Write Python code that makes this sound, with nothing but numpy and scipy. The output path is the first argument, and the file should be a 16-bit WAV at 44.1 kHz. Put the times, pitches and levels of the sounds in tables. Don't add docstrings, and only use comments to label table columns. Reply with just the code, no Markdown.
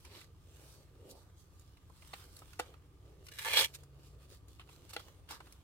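import sys
import numpy as np
from scipy import signal
from scipy.fft import rfft, irfft, next_fast_len
from scipy.io import wavfile
from scipy.ndimage import uniform_filter1d, map_coordinates

SR = 44100
rng = np.random.default_rng(int(sys.argv[2]) if len(sys.argv) > 2 else 0)


def digitize_waveform(pressure):
    field = np.atleast_2d(pressure).T
    bounded = np.clip(field, -1, 1)
    quanta = np.round(bounded * 32767).astype(np.int16)
    wavfile.write(sys.argv[1], SR, quanta)


N = 248283


def amp(db):
    return 10 ** (np.asarray(db) / 20)


def unit(x):
    return x / np.sqrt(np.mean(x ** 2) + 1e-20)


def along(points, hz):
    pitches, values = np.transpose(points)
    return np.interp(np.log(hz + 1), np.log(pitches), values)


def wobble(rate):
    points = rng.standard_normal(int(N * rate / SR) + 4)
    return map_coordinates(points, [np.arange(N) * rate / SR])


def filtered(x, response):
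    n = x.shape[-1]
    padded = next_fast_len(n + 8192)
    return irfft(rfft(x, padded) * response(np.fft.rfftfreq(padded, 1 / SR)), padded)[..., :n]


def coloured(x, colour):
    return filtered(x, lambda hz: amp(along(colour, hz)))


def bands(x, low_hz, high_hz):
    below = lambda hz, edge: 1 / (1 + (hz / edge) ** 10)
    splits = [lambda hz: below(hz, low_hz),
              lambda hz: (1 - below(hz, low_hz)) * below(hz, high_hz),
              lambda hz: 1 - below(hz, high_hz)]
    return np.array([unit(filtered(x, split)) for split in splits])


def swell(peak_s, rise_s, fall_s):
    t = np.arange(N) / SR - peak_s
    away = np.abs(t / np.where(t < 0, rise_s, fall_s))
    gain, near = np.zeros(N), away < 4
    gain[near] = amp(-9 * away[near] ** 1.6)
    return gain


def add(track, start_s, sound):
    part = track[round(start_s * SR):][:len(sound)]
    part += sound[:len(part)]


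# pitch_hz, likeness (1 = the same)
STEREO_LIKENESS = [(25, 0.6), (50, 0.98), (70, 0.8), (300, 0.96), (1000, 0.35), (2500, 0.14),
                   (10000, 0.039)]
def wide_noise(colour):
    def response(hz):
        angle = np.arccos(np.clip(along(STEREO_LIKENESS, hz), -1, 1)) / 2
        return amp(along(colour, hz)) * [np.cos(angle), np.sin(angle)]
    mid, side = filtered(rng.standard_normal((2, N)), response)
    return unit(np.array([mid + side, mid - side]))


# pitch_hz, level_db
RUMBLE_COLOUR = [(12, -50.5), (20, -41), (27, -20), (41, 3.5), (49, -7.5), (59, 1.5), (81, 6.5), (107, 4.5),
                 (124, -7.5), (146, -4.5), (186, -7.5), (221, -39), (260, -15), (340, -25), (570, -120)]
AIR_COLOUR = [(150, -15), (320, -2), (520, -17), (850, -14), (1080, -14.5), (1190, -6.5), (1350, -19),
              (2500, -25.5), (5000, -25.5), (15500, -30.5)]
# pitch_hz, level_db, swell_db
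HUM_TONES = [(61.6, -64.5, 2), (138.5, -72, 8.5)]
def background():
    t = np.arange(N) / SR
    rise = swell(peak_s=3.96, rise_s=0.47, fall_s=0.48)
    hum = np.zeros(N)
    for pitch_hz, level_db, swell_db in HUM_TONES:
        gain = amp(level_db + swell_db * rise + 2.7 * wobble(3.36))
        hum += gain * np.sin(2 * np.pi * pitch_hz * t + 0.97 * wobble(7.4))
    return amp(-60.5) * wide_noise(RUMBLE_COLOUR) + amp(-71.5) * wide_noise(AIR_COLOUR) + hum


# pitch_hz, level_db
ECHO_COLOUR = [(200, -9.5), (600, -6.5), (1300, 3.5), (3000, 5.5), (8000, 5.5)]
def with_echoes(x, echoes):
    direct = np.array([np.roll(x, -2), np.roll(x, 2)])
    return direct + coloured(echoes, ECHO_COLOUR)


def snaps(rate, spread_db):
    happens = rng.random(N) < rate / SR
    return happens * rng.choice([-1, 1], N) * amp(spread_db * rng.standard_normal(N).clip(-2, 2))


def scattered(x, fade_s):
    fade = amp(-60 * np.arange(SR // 20) / SR / fade_s) ** 2
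    energy = np.abs(signal.oaconvolve(x ** 2, fade / fade.sum())[:N])
    return with_echoes(x, np.sqrt(energy) * rng.standard_normal((2, N)))


def tightening(x, pitch_path, lift_db, octaves):
    hz, times, spectrum = signal.stft(x, SR, nperseg=256)
    ring_hz = np.interp(times, *np.transpose(pitch_path))
    away = np.log2((hz[:, None] + 1) / ring_hz) / octaves
    return signal.istft(spectrum * amp(lift_db * np.exp(-away ** 2)), SR, nperseg=256)[1][:, :N]


def flexing(x, depth_db):
    spectrum = signal.stft(x, nperseg=512)[2]
    patches = uniform_filter1d(rng.standard_normal(spectrum.shape[1:]), size=4, axis=0)
    patches = uniform_filter1d(patches, size=22, axis=1)
    return signal.istft(spectrum * amp(depth_db * unit(patches)), nperseg=512)[1][:, :N]


# peak_s, rise_s, fall_s, hiss_db, scrape_db (added to hiss_db)
WEBBING_SLIDES = [(.03, 0.07, .08, -67.5, -11.5), (.22, 0.12, 0.028, -65, -9), (.69, 0.19, 0.13, -62.5, -7),
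                  (1.11, 0.016, 0.02, -54, -27), (1.17, 0.024, .08, -68, -20), (1.4, .03, 0.045, -66, -26),
                  (1.62, 0.2, 0.19, -73.5, -17), (2.04, 0.14, 0.15, -67, -4),
                  (2.19, 0.091, 0.07, -58.5, -2.5), (2.36, .1, 0.075, -63, -6),
                  (2.51, 0.086, 0.099, -64.5, -2.5), (2.66, 0.039, 0.096, -68.5, 2),
                  (3.075, 0.037, 0.09, -79, 2), (3.8, 0.3, 0.03, -68.5, -3.5),
                  (4.06, 0.062, 0.069, -66.5, -7), (4.241, 0.039, .03, -66.5, -1.5),
                  (4.335, 0.034, 0.038, -61, -5), (4.5, 0.022, 0.12, -70.5, -10.5),
                  (4.608, .012, .02, -70, 10), (4.72, 0.031, 0.072, -64, -5.5),
                  (5.04, 0.29, 0.13, -66.5, -2.5), (5.46, .09, 0.16, -69, -0.5)]
# time_s, pitch_hz
WEBBING_PITCH = [(0.55, 406), (1.0, 434), (1.10, 510), (1.16, 770), (1.22, 1110), (1.32, 430)]
# peak_s, rise_s, fall_s, level_db
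HAND_RUBS = [(.12, 0.087, .12, -63), (.555, 0.043, 0.098, -70), (.78, .2, .2, -66), (1.06, .075, .05, -63),
             (1.15, 0.064, 0.076, -58.5), (2.28, 0.28, 0.28, -69), (2.68, 0.081, 0.13, -70.5),
             (3.18, 0.22, 0.55, -70), (3.74, 0.24, 0.1, -71.5), (4.03, 0.085, 0.5, -69.5),
             (4.325, 0.017, 0.025, -66), (4.76, 0.11, 0.13, -70), (5.16, 0.2, 0.15, -68),
             (5.47, 0.11, 0.094, -67.5)]
# low_db, middle_db, high_db
FIDGET_DB = [-77.5, -80, -83]
# pitch_hz, level_db
CLOTH_COLOUR = [(120, -15.5), (250, 0), (420, 3.5), (700, -4.5), (1150, -7), (2000, -12), (3000, -10),
                (4400, -12.5), (6300, -16.5), (8300, -15.5), (11000, -20), (15800, -21.5)]
def rubs():
    pressure = amp(2.5 * wobble(22))
    hands = pressure * sum(amp(level_db) * swell(*timing) for *timing, level_db in HAND_RUBS)
    palm_bands = amp([[0], [-14.5], [-13]])
    power = amp(FIDGET_DB)[:, None] ** 2 + (palm_bands * hands) ** 2
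    for *timing, hiss_db, scrape_db in WEBBING_SLIDES:
        power[1:] += (amp([[hiss_db + scrape_db], [hiss_db]]) * swell(*timing)) ** 2
    fibres = rng.standard_normal(N) + amp(-6) * unit(snaps(160, spread_db=5))
    rub = scattered(fibres * amp(0.64 * wobble(41)), fade_s=0.011)
    rub = tightening(coloured(rub, CLOTH_COLOUR), WEBBING_PITCH, lift_db=8.5, octaves=0.58)
    rub = flexing(rub, depth_db=2.4)
    return np.sum(np.sqrt(power)[:, None] * bands(rub, 810, 3760), axis=0)


# start_s, low_db, middle_db, high_db
TICKS = [(0.0488, -64, -59, -56.5), (0.2114, -74, -53, -60), (.2424, -82, -74, -65),
         (1.595, -78, -87, -62.5), (1.7702, -66, -66.5, -71), (1.8975, -58, -79, -70),
         (2.022, -59.5, -60.5, -67), (2.073, -81, -68, -57.5), (2.365, -82, -75, -52),
         (2.3898, -84, -79, -56), (2.4196, -51, -66, -73), (2.5313, -62, -57, -60),
         (2.7389, -57, -60.5, -72), (3.266, -82, -58, -54), (3.2848, -83, -53, -54.5),
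         (3.8332, -69.5, -70, -58), (4.4819, -85, -69, -63), (4.5955, -54.5, -55.5, -65),
         (4.6888, -59, -58, -75), (4.8923, -76, -61, -56), (5.082, -54.5, -65, -78), (5.289, -66, -52, -55),
         (5.308, -53, -53, -48.5), (5.403, -48.5, -55, -63), (5.469, -56, -60, -74),
         (5.5232, -81, -68, -55.5)]
# pitch_hz, level_db
CRACK_COLOUR = [(200, -16), (700, -10.5), (1300, 1.5), (1850, -3), (2600, 1), (3400, -3), (4200, -3),
                (5300, -12.5), (10000, -14.5), (15500, -21.5)]
def ticks():
    track, t = np.zeros(N), np.arange(SR // 12) / SR
    fade_s = np.array([[0.04], [0.03], [0.025]])
    fade = amp(-60 * t / fade_s) * (1 - np.exp(-t / 0.00041))
    for start_s, *levels_db in TICKS:
        burst = bands(coloured(rng.standard_normal(len(t)), CRACK_COLOUR), 1130, 4640)
        add(track, start_s, np.sum(amp(levels_db)[:, None] * fade * burst, axis=0))
    return track


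def surroundings(x, near_fade_s, far_fade_s, far_db, poses=4):
    t = np.arange(SR // 6) / SR
    near, far = rng.standard_normal((2, poses, 2, len(t)))
    near *= amp(-60 * t / near_fade_s)
    far *= amp(-60 * t / far_fade_s) * (1 - np.exp(-t / 0.011))
    tails = (unit(near) + amp(far_db) * unit(far)) / np.sqrt(len(t))
    blend = np.array([wobble(14) for _ in range(poses)])
    blend /= np.linalg.norm(blend, axis=0)
    echoes = signal.oaconvolve((blend * x)[:, None], tails, axes=2).sum(axis=0)[:, :N]
    return with_echoes(x, echoes)


# pitch_hz, level_db
HOOK_COLOUR = [(130, -20), (300, -5), (480, 4), (680, -1.5), (950, 7), (1500, 0), (2400, -2.5),
               (4200, -0.5), (5200, -2), (6400, -7), (8300, -5), (11000, -11.5), (13500, -7),
               (16000, -18.5)]
# pitch_hz, width_hz, level_db
STRAP_RINGS = [(525, 70, -4), (900, 46, -3), (1180, 70, -7), (1730, 80, -3), (2110, 46, -4), (2330, 100, 1),
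               (2880, 60, -2), (3310, 90, -1), (3790, 50, -4), (3990, 50, -2), (4340, 46, -4)]
def hooks(pull, least_rate, more_rate, uneven_db, spread_db, ring_db):
    def response(hz):
        ring = sum(amp(level_db) ** 2 / (1 + (2 * (hz - pitch_hz) / width_hz) ** 2)
                   for pitch_hz, width_hz, level_db in STRAP_RINGS)
        return amp(along(HOOK_COLOUR, hz)) * np.sqrt(1 + amp(ring_db) ** 2 * ring)
    rate = least_rate + more_rate * np.sqrt(pull / pull.max())
    rows_letting_go = amp(uneven_db * wobble(460))
    shower = snaps(rate, spread_db) / np.sqrt(rate) * rows_letting_go
    return filtered(scattered(shower, fade_s=0.022), response)


# peak_s, rise_s, fall_s, rasp_db, body_db, fizz_db (the last two are added to rasp_db)
PEELS = [(.057, 0.0096, .02, -65, -4, -7), (0.166, 0.06, 0.066, -57, -6.5, -7),
         (3.265, 0.021, .02, -67.5, -20, 3), (3.751, 0.012, .012, -51, -15.5, 1.5),
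         (4.909, 0.014, 0.0085, -57, -6, 1), (4.939, 0.0069, 0.012, -50, -2, 0.5),
         (4.998, 0.0066, 0.013, -56, 2.5, -3.5), (5.312, 0.0147, 0.044, -49, -1.5, -5)]
def peels():
    gains = sum(amp([[rasp_db + body_db], [rasp_db], [rasp_db + fizz_db]]) * swell(*timing)
                for *timing, rasp_db, body_db, fizz_db in PEELS)
    shower = hooks(gains[1], least_rate=700, more_rate=1800, uneven_db=0.5, spread_db=2, ring_db=0.5)
    shower = flexing(shower, depth_db=2.4)
    return np.sum(gains[:, None] * bands(shower, 1500, 5700), axis=0)


# start_s, crack_db, crack_fade_s, thud_db, treble_db, graze_db,
# bounce_delay_s, bounce_db (graze and bounce levels are against the main blow)
KNOCKS = [(2.1367, -42.5, .016, -50, -1, -7, 0.0038, -9), (2.5964, -34.5, .016, -32, 1, -5.5, .0055, -6.5),
          (4.9644, -33, .009, -39, -9, -22, 0.002, -9)]
# pitch_hz, level_db, fade_s (time to drop 60 dB)
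SHELL_NOTES = [(332, -17.5, 0.08), (497, -8, 0.081), (700, -3, 0.034), (820, 3.5, 0.031), (1190, -9, 0.042),
               (1290, -23.5, 0.051), (1674, -12, 0.058)]
def knocks():
    track, t = np.zeros(N), np.arange(SR // 8) / SR
    contact = t / 0.00036
    push = amp(13.5) * (1 - contact) * np.exp(-contact) * np.minimum(contact, 1)
    for start_s, crack_db, crack_fade_s, thud_db, treble_db, graze_db, delay_s, bounce_db in KNOCKS:
        treble = [(3500, 0), (5500, treble_db)]
        response = lambda hz: amp(along(CRACK_COLOUR, hz) + along(treble, hz))
        touches = [(-0.0042, graze_db, 0.1), (0, 0, 1), (delay_s, bounce_db, 1)]
        for offset_s, touch_db, thud_share in touches:
            crack = unit(filtered(rng.standard_normal(len(t)), response)) * amp(-60 * t / crack_fade_s)
            thud = sum(amp(level_db + rng.normal(0, 1) - 60 * t / fade_s) * np.sin(2 * np.pi * hz * t)
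                       for hz, level_db, fade_s in SHELL_NOTES)
            knock = amp(crack_db) * (crack + push) + thud_share * amp(thud_db) * thud
            add(track, start_s + offset_s, amp(touch_db) * knock)
    bass_cut = signal.butter(4, 310, "high", fs=SR, output="sos")
    return signal.sosfilt(bass_cut, track)


# time_s, pull_db, body_db (low band against the pull)
RIP_PULL = [(3.31, -73, -4), (3.316, -62, -13), (3.378, -60, -20), (3.39, -43.5, -16), (3.404, -51, -11),
            (3.434, -47.5, -16), (3.46, -44, -1.5), (3.512, -44, -6.5), (3.586, -28.5, -8),
            (3.632, -39, -3), (3.65, -39, -14), (3.674, -63, -6.5), (3.71, -80, 6)]
# start_s, jolt_db
RIP_JOLTS = [(3.315, 4), (3.387, 3.5), (3.448, 5.5)]
# time_s, pitch_hz
STRAP_PITCH = [(3.39, 1700), (3.47, 1770), (3.50, 2500), (3.56, 2750), (3.585, 3500), (3.60, 4100),
               (3.625, 2800)]
def rip():
    t = np.arange(N) / SR
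    times, pull_db, body_db = np.transpose(RIP_PULL)
    jolts_db = np.zeros(N)
    for start_s, jolt_db in RIP_JOLTS:
        hush_then_burst = np.where(t < start_s, -0.99, 1)
        jolts_db += jolt_db * hush_then_burst * np.exp(-np.abs(t - start_s) / 0.0078)
    pull = amp(np.interp(t, times, pull_db, left=-120, right=-120) + jolts_db + 3.5)
    body = pull * amp(np.interp(t, times, body_db) - 0.5)
    flare_db = 5 * swell(peak_s=3.615, rise_s=0.035, fall_s=0.05)
    fizz = amp(flare_db - 8.5) * pull.max() * (pull / pull.max()) ** 0.82
    shower = hooks(pull, least_rate=500, more_rate=5000, uneven_db=2.3, spread_db=3.5, ring_db=12)
    shower = tightening(shower, STRAP_PITCH, lift_db=6, octaves=0.43)
    shower = flexing(shower, depth_db=2)
    return np.sum(np.array([body, pull, fizz])[:, None] * bands(shower, 1600, 5500), axis=0)


def scene():
    buckles = surroundings(ticks() + knocks(), near_fade_s=0.025, far_fade_s=0.14, far_db=-11.5)
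    brace = rip() + peels() + rubs() + buckles
    return brace * amp([[-1.1], [1.0]]) + background()


def record(dry):
    return filtered(dry, lambda hz: hz < 15900)


dry = scene()
out = record(dry)
digitize_waveform(out)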